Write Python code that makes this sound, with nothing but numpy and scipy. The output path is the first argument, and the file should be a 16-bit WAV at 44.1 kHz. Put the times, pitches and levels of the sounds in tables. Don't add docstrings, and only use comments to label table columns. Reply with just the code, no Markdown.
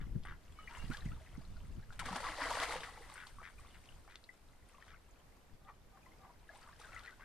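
import sys
import numpy as np
from scipy import signal
from scipy.fft import rfft, irfft, next_fast_len
from scipy.io import wavfile
from scipy.ndimage import uniform_filter1d, map_coordinates

SR = 44100
rng = np.random.default_rng(int(sys.argv[2]) if len(sys.argv) > 2 else 0)


def generate_wav(signal):
    frames = np.transpose(np.atleast_2d(signal))
    scaled = np.clip(frames, -1, 1) * 32767
    pcm = np.round(scaled).astype(np.int16)
    wavfile.write(sys.argv[1], SR, pcm)


N = 319284

# frequency in Hz, relative density in dB per Hz.
AIR = [(60, -2.5), (110, -13.5), (180, -6), (320, -9), (500, -10), (820, -12), (1500, -17), (2200, -19),
       (3200, -25), (4800, -25), (7000, -28), (9200, -30.5), (11000, -29), (14400, -31.5)]
AIR_DB = -67
# frequency in Hz, likeness (1 is identical).
AIR_ALIKE = [(100, 1), (700, 0.46), (2000, 0.11), (5000, 0.027), (12000, 0.084)]
# time in seconds, level in dB.
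WIND = [(0, -49.5), (.6, -57), (1.3, -53), (2.1, -53), (3.0, -56.5), (4.5, -64), (6.6, -64.5), (7.24, -60)]
# frequency in Hz, relative density in dB per Hz.
RUMBLE = [(10, -1), (25, -2), (50, -3), (100, -10.5), (170, -20), (280, -28), (500, -36.5), (1200, -67)]
# start in seconds, half length in seconds, rumble level in dB,
# nominal peak of the sharp eddy in dB, left minus right in dB.
GUSTS = [(.009, 0.066, -46, -36.5, 10.5), (0.062, .09, -54, -40, 10), (0.15, 0.072, -43, -26.5, 6.5),
         (0.831, 0.059, -45, -37, -7.5), (0.894, .04, -43.5, -27.5, -8.5), (1.052, 0.074, -45, -29, 0),
         (1.113, 0.075, -45.5, -35, 0), (1.376, 0.019, -57, -35.5, -10), (1.696, 0.082, -50.5, -39, 4),
         (1.768, 0.046, -45.5, -35.5, 5), (1.893, 0.017, -48.5, -65, 0), (5.532, 0.016, -54, -58, 6)]
# start in seconds, length in seconds, level in dB,
# first pitch in Hz, last pitch in Hz.
WHISTLE = [(-.06, .15, -73, 2920, 2880), (.545, .19, -67.5, 3010, 2870), (.556, .079, -65.5, 2220, 2240),
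           (.76, .135, -57.5, 2770, 2815), (3.65, .17, -70.5, 2850, 2930)]

# frequency in Hz, t60 in seconds.
YARD = [(200, 0.048), (1500, 0.26), (10000, 0.071)]
# delay in seconds, level in dB.
BOUNCES = [(.0061, -14.5), (0.0105, -14.5), (0.0173, -16)]
# frequency in Hz, likeness (1 is identical).
POND_ALIKE = [(100, 0.91), (700, 1), (1400, 0.99), (3100, 0.76), (5000, 0.36), (7000, 0.036), (12000, 0.4)]
# frequency in Hz, left minus right in dB.
LEAN = [(500, 0.5), (1300, 1), (2400, 2.5), (4400, 3), (8500, 5), (13000, 1.5)]
TOP_HZ = 14500

# time in seconds, level in dB before the paddling trim.
DRIBBLING = [(0, -77.5), (1.3, -68.5), (1.9, -73.5), (3.3, -73.5), (4.5, -77), (5.7, -80), (7.24, -73.5)]
# crest in seconds, level in dB before the paddling trim,
# rise in seconds, fall in seconds.
STROKES = [(.78, -61, 0.13, 0.15), (.945, -58.5, 0.048, 0.051), (1.055, -65.5, 0.012, 0.035),
           (1.931, -63.5, 0.014, 0.048), (3.1, -62.5, 0.013, 0.17), (3.271, -59, .005, 0.018),
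           (3.6, -69.5, 0.027, 0.18), (3.92, -71.5, 0.055, 0.1), (4.34, -68, 0.013, 0.013),
           (4.69, -70.5, 0.025, 0.14), (4.87, -73, 0.026, 0.027), (6.55, -66.5, 0.048, 0.31),
           (6.8, -64.5, 0.0081, 0.095), (6.95, -68.5, 0.058, 0.16)]
# start in seconds, length in seconds,
# level in dB before the slosh trim.
SLOSH = [(0.66, 0.18, -58.5), (3.57, 0.11, -66), (6.49, 0.03, -57.5), (6.82, 0.3, -65)]
SLOSH_ATTACK_S, SLOSH_RELEASE_S = 0.021, 0.046
# frequency in Hz, relative density in dB per Hz.
DRIBBLE = [(250, -19), (550, -2.5), (1300, -0.5), (2400, -3), (4200, -5.5), (6500, -9), (9200, -8.5),
           (11000, -16.5), (14000, -21)]
# frequency in Hz, relative density in dB per Hz.
FROTH = [(2000, -11), (4000, -4), (7000, -5), (9200, 3), (11500, -10), (14000, -2)]

# start in seconds, nominal peak in dB, pitch in Hz.
PINGS = [(.254, -55, 8900), (3.14, -42.5, 8860), (3.6, -51.5, 8440), (4.24, -50, 4330), (4.688, -57, 9100),
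         (5.11, -61, 6800), (6.572, -53, 8550), (6.8, -50.5, 9000)]
# start in seconds, nominal peak in dB, t60 of the hiss in seconds.
SPATS = [(0.235, -49, 0.049), (.768, -50, .02), (0.9348, -38.5, 0.041), (0.97, -37.5, .036),
         (1.9264, -50, .04), (2.128, -41, .015), (2.26, -39, .012), (2.16, -41, .036), (2.601, -31, 0.025),
         (2.805, -36.5, 0.048), (3.099, -47, .014), (3.269, -41, 0.025), (3.856, -49.5, .03),
         (4.157, -37.5, 0.011), (4.2398, -51, 0.018), (4.867, -55, 0.022), (6.7992, -50.5, 0.039),
         (6.8172, -47, .036), (6.9934, -47.5, .03), (7.036, -49, 0.03), (7.108, -53, 0.023)]
SPAT_TICK_T60_S = 0.00081
# frequency in Hz, relative density in dB per Hz.
SPATTER = [(800, -7), (2300, -4), (3300, 7.5), (4700, 2.5), (6000, -8), (9000, -11), (14000, -49)]
# start in seconds, length in seconds, level in dB,
# first pitch in Hz, last pitch in Hz.
GURGLES = [(0.606, 0.092, -72, 1235, 1370), (0.682, 0.078, -61, 848, 1060),
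           (0.909, 0.025, -49.5, 1310, 1650), (1.059, 0.018, -62.5, 1990, 2520),
           (1.108, 0.035, -62, 1160, 1680), (1.994, 0.051, -52, 1720, 597), (2.101, 0.049, -50, 157, 203),
           (2.247, 0.047, -46, 1222, 960), (2.395, 0.034, -46.5, 964, 1210),
           (2.499, 0.029, -49.5, 788, 555), (2.722, 0.052, -60, 1012, 590), (2.866, 0.037, -61, 1284, 1103),
           (4.934, 0.024, -62, 1230, 1590), (6.286, 0.039, -67, 900, 1150), (6.498, 0.025, -62.5, 680, 585),
           (6.531, 0.055, -64, 618, 1264), (6.688, 0.039, -64.5, 1010, 1220),
           (6.837, 0.026, -57, 1613, 1556), (6.846, .06, -71.5, 980, 1295),
           (6.877, 0.04, -62.5, 1195, 1580), (6.923, 0.045, -59, 1377, 1428),
           (6.961, 0.055, -58, 1403, 1170), (7.028, 0.06, -64, 1452, 1360), (7.109, 0.043, -65, 1400, 1648)]
# start in seconds, nominal peak in dB, pitch in Hz, t60 in seconds.
PLOPS = [(0.588, -41, 1245, 0.073), (0.675, -35.5, 1980, 0.025), (0.679, -39.5, 2340, 0.036),
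         (0.771, -39.5, 980, 0.037), (0.947, -33, 1675, 0.033), (0.981, -43.5, 1167, 0.06),
         (1.022, -39.5, 1780, 0.017), (1.087, -46, 1930, 0.027), (1.21, -52.5, 630, 0.095),
         (1.565, -51, 1430, 0.044), (1.905, -38, 1420, 0.02), (2.02, -47, 910, 0.035),
         (2.093, -30.5, 764, 0.024), (2.128, -28, 940, 0.028), (2.511, -24, 923, 0.03),
         (2.572, -32, 669, .05), (2.62, -31, 647, 0.056), (2.757, -33, 513, 0.087),
         (2.974, -43.5, 880, 0.085), (2.976, -51, 496, 0.1), (3.009, -42.5, 472, 0.042),
         (3.099, -39, 1100, 0.017), (3.178, -39, 1530, 0.048), (3.385, -39.5, 1140, 0.036),
         (3.402, -45, 1282, 0.064), (3.583, -51.5, 2430, 0.061), (3.648, -45, 1130, 0.021),
         (3.889, -42.5, 2860, 0.022), (4.291, -40.5, 2010, 0.053), (4.744, -51.5, 1163, 0.071),
         (4.783, -47, 1060, 0.035), (4.824, -41.5, 1830, 0.018), (4.961, -50, 2150, 0.021),
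         (6.03, -57, 2480, 0.038), (6.06, -52, 2026, 0.053), (6.065, -50, 1030, 0.06),
         (6.119, -54, 2100, 0.03), (6.491, -42, 1696, 0.065), (6.674, -45, 1190, 0.045),
         (6.963, -35.5, 2020, 0.035), (7.075, -41.5, 1930, 0.053), (7.221, -43, 1540, 0.037)]
PLOP_RISE = 0.083
# start in seconds, nominal peak in dB, first pitch in Hz.
THUMPS = [(1.993, -50, 167), (2.057, -43, 245), (2.157, -40.5, 246), (2.202, -53, 200), (2.289, -47.5, 314),
          (2.412, -44.5, 272), (2.605, -50, 373), (2.755, -50, 163)]
THUMP_ATTACK_S, THUMP_T60_S, THUMP_RISE = .005, .14, .06

# start in seconds, nominal peak in dB, cavity pitch in Hz,
# thrown spray in dB.
SLAPS = [(0.912, -37.5, 1380, -79), (1.992, -30, 1750, -45.5), (2.055, -33.5, 1460, -49),
         (2.157, -26.5, 905, -44.5), (2.202, -37.5, 1330, -50.5), (2.241, -31, 1260, -64),
         (2.283, -33, 1020, -65), (2.413, -31, 1420, -62), (2.433, -30, 1250, -53),
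         (2.502, -27.5, 895, -47), (2.568, -29, 1260, -63), (2.613, -26, 1650, -54),
         (2.628, -26, 920, -43.5), (2.712, -41, 1390, -49.5), (2.762, -33.5, 1500, -55),
         (2.832, -33.5, 1860, -62), (3.156, -41.5, 1270, -79)]
SLAP_T60_S = 0.085
SURGE_RISE_S, SURGE_FALL_S, SURGE_DB = 0.0028, 0.0098, -24
# time in seconds, level in dB before churn and spray trims.
THRASH = [(2.0, -59), (2.048, -54.5), (2.068, -45), (2.115, -49.5), (2.15, -47.5), (2.19, -49.5),
          (2.25, -45.5), (2.34, -49), (2.39, -45), (2.44, -41), (2.49, -44), (2.53, -42), (2.595, -41),
          (2.635, -40), (2.675, -44.5), (2.73, -41), (2.79, -52), (2.86, -52), (2.93, -58.5), (3.17, -63)]
SPRAY_DB = -8.5
# frequency in Hz, relative density in dB per Hz.
CHURN = [(120, -52), (200, -29), (280, -3), (370, -10.5), (480, -5.5), (660, -6.5), (880, -2.5),
         (1200, -1.5), (1750, -4), (2000, 0), (2650, -14), (5000, -10), (7000, -36)]
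# frequency in Hz, relative density in dB per Hz.
SPRAY = [(1500, -17), (2800, -3.5), (4400, -5), (6500, -7.5), (9200, -6.5), (11500, -15), (12500, -21),
         (14000, -48)]

# start in seconds, nominal peak in dB,
# cavity pitch in Hz.
BILL_SNAPS = [(.251, -36, 1080), (3.416, -39, 830), (4.077, -42.5, 870), (4.866, -48, 850),
              (7.195, -47, 801.6)]
SNAP_T60_S = .04
# start in seconds, length in seconds, level in dB before the voice trim,
# gape as a factor on pitch and resonances, treble in dB with the bill open.
QUACKS = [(0.0, 0.032, -61, 0.9, 0), (0.251, 0.078, -55, 0.93, -2.5), (0.687, .046, -58.5, 0.83, 3),
          (0.744, 0.027, -56, 0.96, -14), (0.912, 0.037, -58, 0.93, 2), (3.165, 0.073, -55, 0.97, -3),
          (3.425, 0.061, -55.5, 1, -1), (3.737, 0.025, -64.5, 1.12, 1), (4.085, 0.071, -65.5, 1.0, 6.5),
          (4.809, 0.024, -67, 0.87, 11), (4.872, 0.064, -64.5, .96, 7), (6.606, 0.057, -64, 0.78, -6),
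          (6.917, 0.023, -58.5, 1.14, -8), (6.966, 0.028, -60.5, 1.13, -2), (7.039, 0.052, -59, 1.06, 4),
          (7.195, 0.099, -60.5, 0.91, -14)]
# start in seconds, length in seconds, level in dB before the voice trim, gape factor.
CLUCKS = [(5.664, 0.035, -54.5, 1.06), (5.95, 0.029, -63.5, 0.95), (6.218, 0.0362, -58.5, .92),
          (6.282, 0.024, -62, 0.88)]
# centre in Hz, width in Hz, level in dB.
OPEN_BILL = [(900, 240, -20), (1380, 165, -0.5), (1674, 58, 5.5), (1930, 270, -1.5), (2430, 67, 0.5),
             (3200, 800, -14.5), (3980, 210, -9.5), (4700, 1600, -20.5)]
# centre in Hz, width in Hz, level in dB.
CLOSED_BILL = [(555, 82, -7), (880, 50, 2.5), (1040, 110, -2.5), (1197, 92, 4), (1840, 100, -6.5),
               (2300, 140, -13.5)]
CALL_ATTACK_S, CALL_RELEASE_S, CLUCK_SWELL_S = 0.0058, 0.015, .026
HOOT_HZ, HOOT_DB, HOOT_LEAD_S, HOOT_HOLD_S = 782, -64, 0.028, 0.04
RASP_HZ, RASP_WIDTH_HZ, RASP_ARCH, RASP_DB = 3600, 330, .35, -13.5


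def amp(db):
    return 10 ** (np.asarray(db) / 20)


def unit(x):
    return x / np.sqrt(np.mean(x ** 2) + 1e-20)


def evened(x, size):
    return x / np.sqrt(np.abs(uniform_filter1d(x ** 2, size=size)) + 1e-12)


def along(points, hz):
    f, v = np.transpose(points)
    return np.interp(np.log(hz + 1), np.log(f + 1), v)


def clock(seconds):
    return np.arange(int(seconds * SR)) / SR


def level(rows, axis=1, fade=0.0032):
    rows, t = np.array(rows), np.arange(N) / SR
    outside = np.maximum(0, np.maximum(rows[0, 0] - t, t - rows[-1, 0]))
    return amp(np.interp(t, rows[:, 0], rows[:, axis])) * np.exp(-(outside / fade) ** 2)


def held(s, length, attack, release):
    t = np.arange(N) / SR - s
    return np.clip(t / attack, 0, 1) * np.exp(-np.clip((t - length) / release, 0, 20))


def crest(s, rise, fall):
    t = np.arange(N) / SR - s
    return np.exp(-np.minimum(np.maximum(-t / rise, t / fall), 20))


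def add(track, s, sound):
    room = track[max(0, round(s * SR)):][:len(sound)]
    room += sound[:len(room)]


def wobble(rate):
    knots = rng.standard_normal(int(N * rate / SR) + 4)
    return map_coordinates(knots, [np.arange(N) * rate / SR])


def filtered(x, response):
    n = x.shape[-1]
    m = next_fast_len(n + 8192)
    return irfft(rfft(x, m) * response(np.fft.rfftfreq(m, 1 / SR)), m)[..., :n]


def coloured(x, spectrum):
    return unit(filtered(x, lambda hz: amp(along(spectrum, hz))))


def noise_pair():
    return rng.standard_normal((2, N))


def spread(pair, alike):
    turn = lambda hz: np.arccos(np.clip(along(alike, hz), -1, 1)) / 2
    mid, side = filtered(pair, lambda hz: np.array([np.cos(turn(hz)), np.sin(turn(hz))]))
    return np.array([mid + side, mid - side])


def bubbles(rate, low_hz, high_hz, cycles, scatter_db, size=600):
    when, pitch, strength, life = rng.random((int(rate * N / SR), 4)).T[:, :, None]
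    hz = low_hz * (high_hz / low_hz) ** pitch
    t = np.arange(size) / SR
    age = t * hz / (cycles * (.5 + life))
    gain = amp(-scatter_db * np.log(np.maximum(strength, np.exp(-4)))) * np.sqrt(hz)
    ringing = np.sin(2 * np.pi * hz * t * (1 + 0.028 * age)) * np.exp(-age)
    grains = gain * ringing * (1 - t / t[-1])
    places = (when * N).astype(int) + np.arange(size)
    return unit(np.bincount(places.ravel(), grains.ravel(), N)[:N])


def bubble_pair(*args, **settings):
    return np.array([bubbles(*args, **settings) for _ in range(2)])


def air():
    return amp(AIR_DB + 0.92 * wobble(3.587)) * spread(coloured(noise_pair(), AIR), AIR_ALIKE)


def wind(swell=0.01, eddy_hz=95, eddy_top_hz=285):
    steady = evened(coloured(noise_pair(), RUMBLE), size=3500)
    rumble = spread(steady, [(30, 0.71), (150, 0.69)])
    flow = level(WIND) * amp(3.0 * wobble(14))
    shedding, t = np.zeros((2, N)), np.arange(N) / SR
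    for s, half_length, rumble_db, eddy_db, lean_db in GUSTS:
        ports = amp(lean_db * np.array([[.5], [-.5]]))
        gust = np.exp(-np.minimum(((t - s - swell) / half_length) ** 2, 20))
        flow = np.hypot(flow, ports * amp(rumble_db) * gust)
        age = np.clip((t - s) / swell, 0, 20)
        shedding += ports * amp(eddy_db - 9) * (age * np.exp(1 - age)) ** 2

    def eddy_response(f):
        r = f / eddy_hz
        return r ** 2 / (1 + r ** 3.42) / (1 + (f / eddy_top_hz) ** 4)

    eddies = evened(filtered(noise_pair(), eddy_response), size=900)
    return rumble * flow + shedding * spread(eddies, [(100, 0.71)])


def bird():
    flutter = 1 + .005 * wobble(200)
    tremor = unit(np.abs(1 + .45 * wobble(70)))
    out = np.zeros(N)
    for s, length, db, first_hz, last_hz in WHISTLE:
        u = np.clip((np.arange(N) / SR - s) / length, 0, 1)
        pitch = (first_hz + (last_hz - first_hz) * u) * flutter
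        out += amp(db) * np.sin(np.pi * u) * np.sin(2 * np.pi * np.cumsum(pitch) / SR)
    return out * tremor


def scattered(x, t60=0.0017):
    t = clock(.02)
    smear = rng.standard_normal(len(t)) * amp(-60 * t / t60)
    return signal.fftconvolve(x, smear / np.linalg.norm(smear))[:N]


def bounced(x):
    def response(f):
        echoes = sum(amp(db) * np.exp(-2j * np.pi * f * s) for s, db in BOUNCES)
        return 1 + echoes / (1 + 1j * f / 4000)

    return filtered(x, response)


def yard(x):
    hz, t, z = signal.stft(rng.standard_normal((2, SR // 2)), SR, nperseg=256)
    tail = signal.istft(z * amp(-60 * t / along(YARD, hz)[:, None]), SR, nperseg=256)[1]
    return signal.fftconvolve(x, tail / np.linalg.norm(tail[0]), axes=1)[:, :N]


def foam(start=2.56, db=-66, t60=6.6):
    t = np.arange(N) / SR - start
    pops = bubble_pair(2500, 2860, 12100, cycles=6.7, scatter_db=1.0, size=150)
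    fizz = coloured(pops, FROTH)
    return fizz * amp(db - 60 * np.abs(t) / t60) * np.clip(1 + t / 0.43, 0, 1)


def paddling():
    drops = bubble_pair(600, 375.0, 12720, cycles=7, scatter_db=4.1)
    water = coloured(drops + 1.25 * noise_pair(), DRIBBLE)
    burble = bubble_pair(630, 711, 2255, cycles=32, scatter_db=0.5, size=1000)
    slosh = burble + .5 * coloured(noise_pair(), CHURN)
    strokes = sum(amp(db) * crest(s, rise, fall) for s, db, rise, fall in STROKES)
    stirring = np.hypot(level(DRIBBLING), strokes)
    heaving = sum(amp(db) * held(s, length, SLOSH_ATTACK_S, SLOSH_RELEASE_S) for s, length, db in SLOSH)
    return amp(2.5) * water * stirring + amp(-8.0) * slosh * heaving


def pings(width_hz=450, t60=0.037):
    out, t = np.zeros(N), clock(.1)
    for s, db, hz in PINGS:
        ring = filtered(rng.standard_normal(len(t)), lambda f: 1 / (1 + ((f - hz) / width_hz) ** 2))
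        add(out, s, amp(db - 7 - 60 * t / t60) * unit(ring))
    return out


def spats(tick_db=-3, hiss_db=-10):
    out, t = np.zeros(N), clock(0.068)
    for s, db, t60 in SPATS:
        burst = amp(tick_db - 60 * t / SPAT_TICK_T60_S) + amp(hiss_db - 60 * t / t60)
        add(out, s, amp(db) * burst * coloured(rng.standard_normal(len(t)), SPATTER))
    return out


def fuzzy(phase, width_hz):
    slow = filtered(rng.standard_normal((2, SR // 4)), lambda f: 1 / (1 + (f / width_hz) ** 2))
    a, b = slow[:, :len(phase)]
    return unit(a * np.sin(phase) + b * np.cos(phase))


def gurgles(width_hz=70):
    out = np.zeros(N)
    for s, length, db, first_hz, last_hz in GURGLES:
        u = clock(length) / length
        phase = 2 * np.pi * np.cumsum(first_hz * (last_hz / first_hz) ** u) / SR
        note = np.sin(phase) + 0.71 * fuzzy(phase, width_hz)
        add(out, s, amp(db) * unit(note * np.sqrt(u) * (1 - u)))
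    return out


def plops(attack=0.00053):
    out, t = np.zeros(N), clock(.12)
    for s, db, hz, t60 in PLOPS:
        phase = np.cumsum(hz * (1 + PLOP_RISE * (t / t60 - .12))) / SR
        decay = amp(db - 4.0 - 60 * t / t60)
        add(out, s, decay * np.sin(2 * np.pi * phase) * (1 - np.exp(-t / attack)))
    return out


def thumps():
    out, t = np.zeros(N), clock(.2)
    for s, db, hz in THUMPS:
        phase = np.cumsum(hz * (1 + THUMP_RISE * t / THUMP_T60_S)) / SR
        decay = amp(db - 60 * t / THUMP_T60_S)
        add(out, s, decay * np.sin(2 * np.pi * phase) * (1 - np.exp(-t / THUMP_ATTACK_S)))
    return out


def slaps(strokes, attack, t60, ring=2.2, width=0.51):
    out, t = np.zeros(N), clock(0.16)
    broad = lambda r: r ** 2 / (1 + r ** 3.87)
    cavity = lambda r: 1 + ring / (1 + ((r - 1) / width) ** 2)
    for s, db, cavity_hz, *_ in strokes:
        burst = filtered(rng.standard_normal(len(t)), lambda f: broad(f / cavity_hz) * cavity(f / cavity_hz))
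        add(out, s, amp(db - 9.5 - 60 * t / t60) * unit(burst) * (1 - np.exp(-t / attack)))
    return out


def dive():
    cloud = bubble_pair(1200, 427.6, 5024, cycles=6, scatter_db=2.6, size=1000)
    churn = coloured(cloud + .35 * noise_pair(), CHURN)
    drops = bubble_pair(3500, 1830, 15600, cycles=2.3, scatter_db=1.5, size=120)
    spray = coloured(drops + .7 * noise_pair(), SPRAY)
    thrash = level(THRASH) * amp(0.57 * wobble(45))
    churning, spraying = amp(-0.5) * thrash, amp(SPRAY_DB) * thrash
    for s, db, _, spray_db in SLAPS:
        surge = held(s, 2 * SURGE_RISE_S, SURGE_RISE_S, SURGE_FALL_S)
        churning = np.hypot(churning, amp(db + SURGE_DB) * surge)
        spraying = np.hypot(spraying, amp(spray_db) * surge)
    return churn * churning + spray * spraying


def voice(calls, throat, pulse_hz, jitter, rasp, scatter_db, low_hz, drift, attack):
    phase = np.cumsum(pulse_hz * np.exp(jitter * wobble(110))) / SR
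    pulses = unit(np.diff(np.floor(phase), prepend=0))
    puffs = unit(rng.standard_normal(N) * np.exp(-2.1 * (phase % 1)))
    share = np.clip(rasp, 0, 1)
    source = np.sqrt(1 - share) * pulses + np.sqrt(share) * puffs
    source = source * amp(scatter_db * wobble(120))

    def tract(f):
        return sum((-1) ** k * amp(db) * 1j * f * w / (c * c - f * f + 1j * f * w)
                   for k, (c, w, db) in enumerate(throat))

    rolloff = lambda f: (1j * f / (1j * f + low_hz)) ** 2 / (1 + 1j * f / 5000) ** 2
    sound = filtered(source, lambda f: tract(f) * rolloff(f))
    starts, lengths, _, gapes, *_ = np.transpose(calls)
    times = starts[:, None] + np.outer(lengths, [0, .5, 1])
    lifts = np.outer(gapes, [1 - drift, 1 + drift / 2, 1 - drift])
    speed = np.interp(np.arange(N) / SR, np.sort(times.ravel()), lifts.ravel())
    sound = map_coordinates(sound, [np.cumsum(speed)], mode="mirror")
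    effort = sum(amp(db) * held(s, length, attack, CALL_RELEASE_S) for s, length, db, *_ in calls)
    return effort * evened(sound, size=1500)


def gaping(x, edge_hz=2700, shut_db=-8):
    treble = filtered(x, lambda f: 1 / (1 + (edge_hz / (f + 1)) ** 10))
    opening = sum(amp(db) * held(s + length / 10, length / 2, CALL_ATTACK_S, CALL_RELEASE_S)
                  for s, length, _, _, db in QUACKS)
    return x - treble + treble * np.hypot(amp(shut_db), opening)


def bill_hiss():
    out = np.zeros(N)
    for s, length, db, gape, treble_db in QUACKS:
        span = length + CALL_RELEASE_S / 2
        opening = np.sin(np.pi * clock(span) / span)
        phase = 2 * np.pi * np.cumsum(gape * RASP_HZ * (1 - RASP_ARCH * (1 - opening))) / SR
        gain = amp(db + RASP_DB + min(treble_db, 0))
        add(out, s, gain * np.sqrt(opening) * fuzzy(phase, RASP_WIDTH_HZ))
    return out


def hoots():
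    phase = 2 * np.pi * np.cumsum(HOOT_HZ * (1 + 0.01225 * wobble(33))) / SR
    hoot = np.sin(phase) + 0.81 * np.sin(1.54 * phase)
    hooting = sum(held(s - HOOT_LEAD_S, HOOT_HOLD_S, CLUCK_SWELL_S, CALL_RELEASE_S) for s, *_ in CLUCKS)
    return amp(HOOT_DB) * hoot * hooting


def drakes():
    quacks = voice(QUACKS, OPEN_BILL, pulse_hz=88.7, jitter=.085, rasp=.55, scatter_db=1.6,
                   low_hz=350, drift=0.1, attack=CALL_ATTACK_S)
    clucks = voice(CLUCKS, CLOSED_BILL, pulse_hz=255.3, jitter=.11, rasp=.5, scatter_db=3.0,
                   low_hz=300, drift=0.07, attack=CLUCK_SWELL_S)
    return amp(0.5) * gaping(quacks) + bill_hiss() + amp(-0.5) * clucks + hoots()


def scene():
    calls = drakes() + slaps(BILL_SNAPS, attack=0.0002, t60=SNAP_T60_S) + bird()
    strikes = slaps(SLAPS, attack=0.00064, t60=SLAP_T60_S) + thumps()
    drips = plops() + gurgles() + spats() + pings()
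    points = calls + strikes + drips
    pair = np.array([points, scattered(points)]) + dive() + paddling() + foam()
    pond = bounced(spread(pair, POND_ALIKE))
    pond = filtered(pond, lambda hz: amp(np.outer([.5, -.5], along(LEAN, hz))))
    return pond + amp(-16.5) * yard(pond) + wind() + air()


def record(dry):
    return filtered(dry, lambda hz: hz < TOP_HZ)


dry = scene()
out = record(dry)
generate_wav(out)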